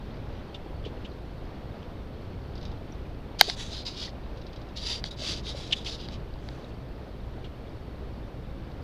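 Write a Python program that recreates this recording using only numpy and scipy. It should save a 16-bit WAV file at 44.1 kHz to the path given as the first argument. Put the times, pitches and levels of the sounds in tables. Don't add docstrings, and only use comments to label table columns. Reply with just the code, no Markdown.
import sys
import numpy as np
from scipy.fft import rfft, irfft, next_fast_len
from scipy.io import wavfile
from scipy.ndimage import map_coordinates

SR = 44100
rng = np.random.default_rng(int(sys.argv[2]) if len(sys.argv) > 2 else 0)


def inscribe(sig):
    pcm = np.round(np.clip(np.atleast_2d(sig).T, -1, 1) * 32767)
    wavfile.write(sys.argv[1], SR, pcm.astype(np.int16))


N = 389403
TOP_HZ = 15350

# time in seconds, relative level in dB.
WASH_LEVELS = [(0, -45.5), (1.7, -46), (2.2, -47), (2.75, -45), (3.3, -46.5), (4.8, -46), (5.6, -45.5),
               (7.2, -47.5), (8.83, -46.5)]
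# frequency in Hz, relative level in dB.
SCRAPE_TONE = [(300, -38), (1000, -15), (1700, -23), (2500, -12.5), (3200, -4.5), (3850, 1), (4250, -7),
               (4750, -2), (5400, -8.5), (6500, -19.5), (8000, -42.5)]


def amp(db):
    return 10 ** (np.asarray(db) / 20)


def unit(x):
    return x / np.sqrt(np.mean(x ** 2) + 1e-20)


def curves(rows):
    times, *columns = np.transpose(rows)
    return [np.interp(np.arange(N) / SR, times, column) for column in columns]


def wobble(rate):
    values = rng.standard_normal(int(N * rate / SR) + 4)
    return map_coordinates(values, [np.arange(N) * rate / SR])


def filtered(x, response):
    size = next_fast_len(len(x) + SR // 8)
    return irfft(rfft(x, size) * response(np.fft.rfftfreq(size, 1 / SR)), size)[:len(x)]


def coloured(x, points):
    point_hz, db = np.transpose(points)
    return unit(filtered(x, lambda hz: amp(np.interp(np.log(hz + 1), np.log(point_hz), db))))


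def noise():
    return rng.standard_normal(N)


def add(track, start, sound):
    part = track[round(start * SR):][:len(sound)]
    part += sound[:len(part)]


def wind():
    # time in seconds, level in dB.
    gusts = [(0, -39), (.9, -41.3), (1.7, -38.3), (2.8, -39), (4.8, -42), (5.7, -41.5), (6.7, -42),
             (7.3, -40), (8.83, -41.5)]
    # frequency in Hz, relative level in dB.
    rumble_tone = [(10, -6.5), (22, -2.5), (40, -1), (75, -3), (130, -6.5), (220, -18), (500, -42.5),
                   (1500, -105)]
    gust_db, = curves(gusts)
    lumps_db = 1.7 * wobble(7.7)
    return amp(gust_db + lumps_db) * coloured(noise(), rumble_tone)


def hum():
    # time in seconds, relative levels of low note and octave in dB.
    levels = [(0, -45, -61), (3, -50.5, -63), (5.5, -39, -51), (6.5, -43, -49.5), (8.83, -41, -43)]
    low_db, octave_db = curves(levels)
    pitch_hz = 59.2 * (1 + 0.059 * wobble(13))
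    phase = 2 * np.pi * np.cumsum(pitch_hz) / SR
    low = amp(low_db - 3.5 + 2.4 * wobble(8)) * np.sin(phase)
    octave = amp(octave_db - 5 + 3.1 * wobble(10)) * np.sin(2 * phase)
    return np.sqrt(2) * (low + octave)


def bubble(t, hz, cycles, glide):
    age = t * hz / cycles
    ring = np.sin(2 * np.pi * hz * t * (1 + glide * np.minimum(age, 1)))
    fade_in = 1 - np.exp(-t * hz)
    return ring * fade_in * np.exp(-np.log(1000) * age)


def bubbles(count, low_hz, high_hz, spread_db, cycles):
    when, pitch, strength = rng.random((count, 3)).T[:, :, None]
    samples = np.arange(SR // 30)
    hz = low_hz * (high_hz / low_hz) ** pitch
    db = -spread_db * np.log(np.maximum(strength, 1 / 20))
    rings = amp(db) * bubble(samples / SR, hz, cycles, glide=0.097)
    positions = (when * N).astype(int) + samples
    return unit(np.bincount(positions.ravel(), rings.ravel(), N)[:N])


def wash():
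    # frequency in Hz, relative level in dB.
    rush_tone = [(60, -11), (170, 1), (300, -0.5), (550, -4), (800, -10), (1100, -13.5), (1800, -19),
                 (2700, -23), (3700, -24.5), (5000, -30.5), (6000, -37), (7200, -49.5), (10000, -94)]
    wash_db, = curves(WASH_LEVELS)
    rush = amp(2 + 0.6 * wobble(8.5)) * coloured(noise(), rush_tone)
    gurgle = amp(-9) * bubbles(count=900, low_hz=253.6, high_hz=900.5, spread_db=5, cycles=11)
    fizz_db = -23.5 + 1.5 * wobble(1.8)
    fizz = amp(fizz_db) * bubbles(count=800, low_hz=2210, high_hz=4800, spread_db=3.5, cycles=80)
    return amp(wash_db) * (rush + gurgle + fizz)


def drips():
    wash_db, = curves(WASH_LEVELS)
    return amp(wash_db - 25.5) * bubbles(count=200, low_hz=3000, high_hz=4760, spread_db=2, cycles=80)


def camera_noise():
    # frequency in Hz, relative level in dB.
    hiss_tone = [(3000, -13.5), (7000, 1.5), (12400, -0.5), (15500, -0.5)]
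    # pitch in Hz, width in Hz, level in dB.
    whine_tones = [(4400, 21, -75.5), (8700, 80, -90.5), (13080, 260, -85)]

    def peaks(hz):
        return sum(amp(db) * np.sqrt(SR / (np.pi * width)) / (1 + ((hz - pitch) / width) ** 2)
                   for pitch, width, db in whine_tones)

    return amp(-74.5) * coloured(noise(), hiss_tone) + filtered(noise(), peaks)


def rattles():
    # start in seconds, relative level in dB, fade time in seconds.
    bursts = [(.542, -44, 0.029), (0.849, -45.5, .04), (1.046, -44.5, 0.026), (1.827, -46, 0.0076),
              (5.466, -31.5, .007), (5.709, -36.5, .02), (5.723, -18.5, 0.018), (5.858, -34, 0.029),
              (7.44, -48, 0.035)]
    ring_hz = 3110

    def fitting(hz):
        resonance = 1 / (1 + (2.6 * (hz / ring_hz - ring_hz / (hz + 1))) ** 2)
        click = 0.043 * (hz / 5500) ** 2 / (1 + (hz / 5500) ** 8)
        return (resonance + click) / (1 + (hz / 8500) ** 6)

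    out, t = np.zeros(N), np.arange(SR // 10) / SR
    for start, db, fade_s in bursts:
        contacts = rng.standard_normal(len(t)) * amp(1.5 * rng.standard_normal(len(t)))
        swell = (1 - np.exp(-t / 0.003)) * np.exp(-2 * (t / fade_s) ** 2)
        add(out, start, amp(db + 2) * swell * unit(filtered(contacts, fitting)))
    return out


def plips():
    # start in seconds, relative level in dB, pitch in Hz.
    pockets = [(.548, -34.5, 3540), (.841, -46, 3360), (0.849, -42, 3000), (.863, -21, 407),
               (1.118, -49, 4120), (2.923, -48, 5730), (3.48, -22, 400), (3.486, -26, 690),
               (4.079, -39.5, 1930), (5.219, -28.5, 600), (5.547, -25.5, 540), (6.645, -44.5, 3800)]
    ring_s = 0.024
    out, t = np.zeros(N), np.arange(SR // 10) / SR
    for start, db, hz in pockets:
        add(out, start, amp(db + 4) * bubble(t, hz, cycles=hz * ring_s, glide=0.013))
    return out


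def ticks():
    # first tick, last tick and spacing in seconds, level in dB.
    runs = [(2.557, 2.711, .026, -47), (4.354, 4.69, .056, -51)]
    fade_s, scatter_db = 0.0094, 2
    out, t = np.zeros(N), np.arange(SR // 20) / SR
    for first, last, spacing, db in runs:
        for beat in np.linspace(first, last, round((last - first) / spacing) + 1):
            tick = coloured(rng.standard_normal(len(t)), SCRAPE_TONE) * np.exp(-t / fade_s)
            start = beat + spacing * rng.normal(0, 0.21)
            add(out, start, amp(db + scatter_db * rng.standard_normal()) * tick)
    return out


def sliding_line():
    # start and length in seconds, relative level in dB,
    # share of the stroke spent speeding up (0 to 1), brightness in dB.
    strokes = [(3.386, 0.097, -29, 0.11, 2.5), (3.453, 0.11, -34.5, 0.41, 1.5), (3.555, 0.25, -42, 0.14, 8),
               (3.672, 0.18, -38.5, 0.5, -3), (3.849, 0.11, -35.5, 0.08, -4),
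               (3.923, 0.19, -37, 0.55, -2.5), (4.753, 0.063, -37.5, 0.36, -4),
               (4.784, 0.23, -31, 0.52, -1.5), (5.036, 0.065, -38.5, .4, -1),
               (5.107, 0.044, -40.5, 0.07, 0), (5.159, 0.26, -32.5, 0.53, 2), (5.423, 0.13, -37.5, .58, 0),
               (5.539, 0.27, -43, 0.12, 3.5), (5.735, 0.12, -42, 0.28, 0), (5.842, 0.16, -36.5, 0.16, 0.5),
               (5.975, 0.15, -44, 0.24, -6), (6.095, 0.08, -46, .6, -2), (6.38, 0.46, -64, 0.18, 9)]
    # frequency in Hz, relative level in dB.
    sheen_tone = [(1000, -8), (2700, -1.5), (4500, -8), (6000, -2), (7200, -7), (8300, -15), (10200, -16.5),
                  (11200, -22.5), (12500, -38), (15000, -33)]
    highest_hz, highest_at_db, hz_per_db = 4630, -36, 188
    out, t = np.zeros(N), np.arange(SR // 3) / SR
    for start, length, db, rise_share, bright_db in strokes:
        speed = np.interp(t, [0, rise_share * length, length], [0, 1, 0])
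        pitch_hz = highest_hz + hz_per_db * min(db - highest_at_db, 0)
        slips = rng.standard_normal((2, len(t))) * amp(3.8 * rng.standard_normal(len(t)))
        ripple_db = 2.5 * rng.standard_normal(100)
        contact = lambda hz: amp(np.interp(hz, np.linspace(0, TOP_HZ, len(ripple_db)), ripple_db))
        singing = lambda hz: contact(hz) * (1 + 0.85 / (1 + ((hz - pitch_hz) / 300) ** 2))
        scrape = coloured(filtered(slips[0], singing), SCRAPE_TONE)
        sheen = amp(bright_db - 10.5) * coloured(filtered(slips[1], contact), sheen_tone)
        add(out, start, amp(db) * speed ** 1.01 * (scrape + sheen))
    grip = unit(amp(1.16 * wobble(400) + 1.4 * wobble(70)))
    return grip * out


def knocks():
    # start in seconds, relative level in dB, change to the low notes in dB.
    hits = [(3.4104, 12.5, -6), (3.4978, -11.5, -8), (3.4992, -15, -20), (5.04, -16, -4),
            (5.7256, -26, -31.5), (6.086, -28, -4), (6.3383, -39.5, -16), (6.4873, -30, 1.5)]
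    # pitch in Hz, relative level in dB, seconds to fade by 60 dB.
    case_notes = [(774, -4.5, 0.012), (1623, -7, 0.012), (2120, -5.5, 0.0097), (3202, -4, 0.0075),
                  (3883, 3.5, 0.0061), (4645, 3, 0.0064), (5675, -11.5, 0.0063), (7560, -25.5, .006),
                  (9400, -23, 0.006)]
    out, t = np.zeros(N), np.arange(SR // 20) / SR
    fade_in = 1 - np.exp(-(t / 0.0007) ** 2)
    for start, db, weight_db in hits:
        for hz, note_db, ring_s in case_notes:
            delay_s = 0.89 / hz
            low_share = 1 / (1 + (hz / 2400) ** 4)
            ring = np.sin(2 * np.pi * hz * t) * np.exp(-np.log(1000) * t / ring_s) * fade_in
            add(out, start + delay_s, amp(db + note_db + weight_db * low_share) * ring)
    return out


def scene():
    background = wind() + hum() + wash() + drips()
    events = plips() + sliding_line() + knocks() + rattles() + ticks()
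    return (background + events + camera_noise())[None]


def record(dry):
    ceiling = 0.95
    clipped = ceiling * dry[0] / (1 + np.abs(dry[0] / ceiling) ** 8) ** (1 / 8)
    return filtered(clipped, lambda hz: 1 / (1 + (hz / TOP_HZ) ** 160))[None]


dry = scene()
out = record(dry)
inscribe(out)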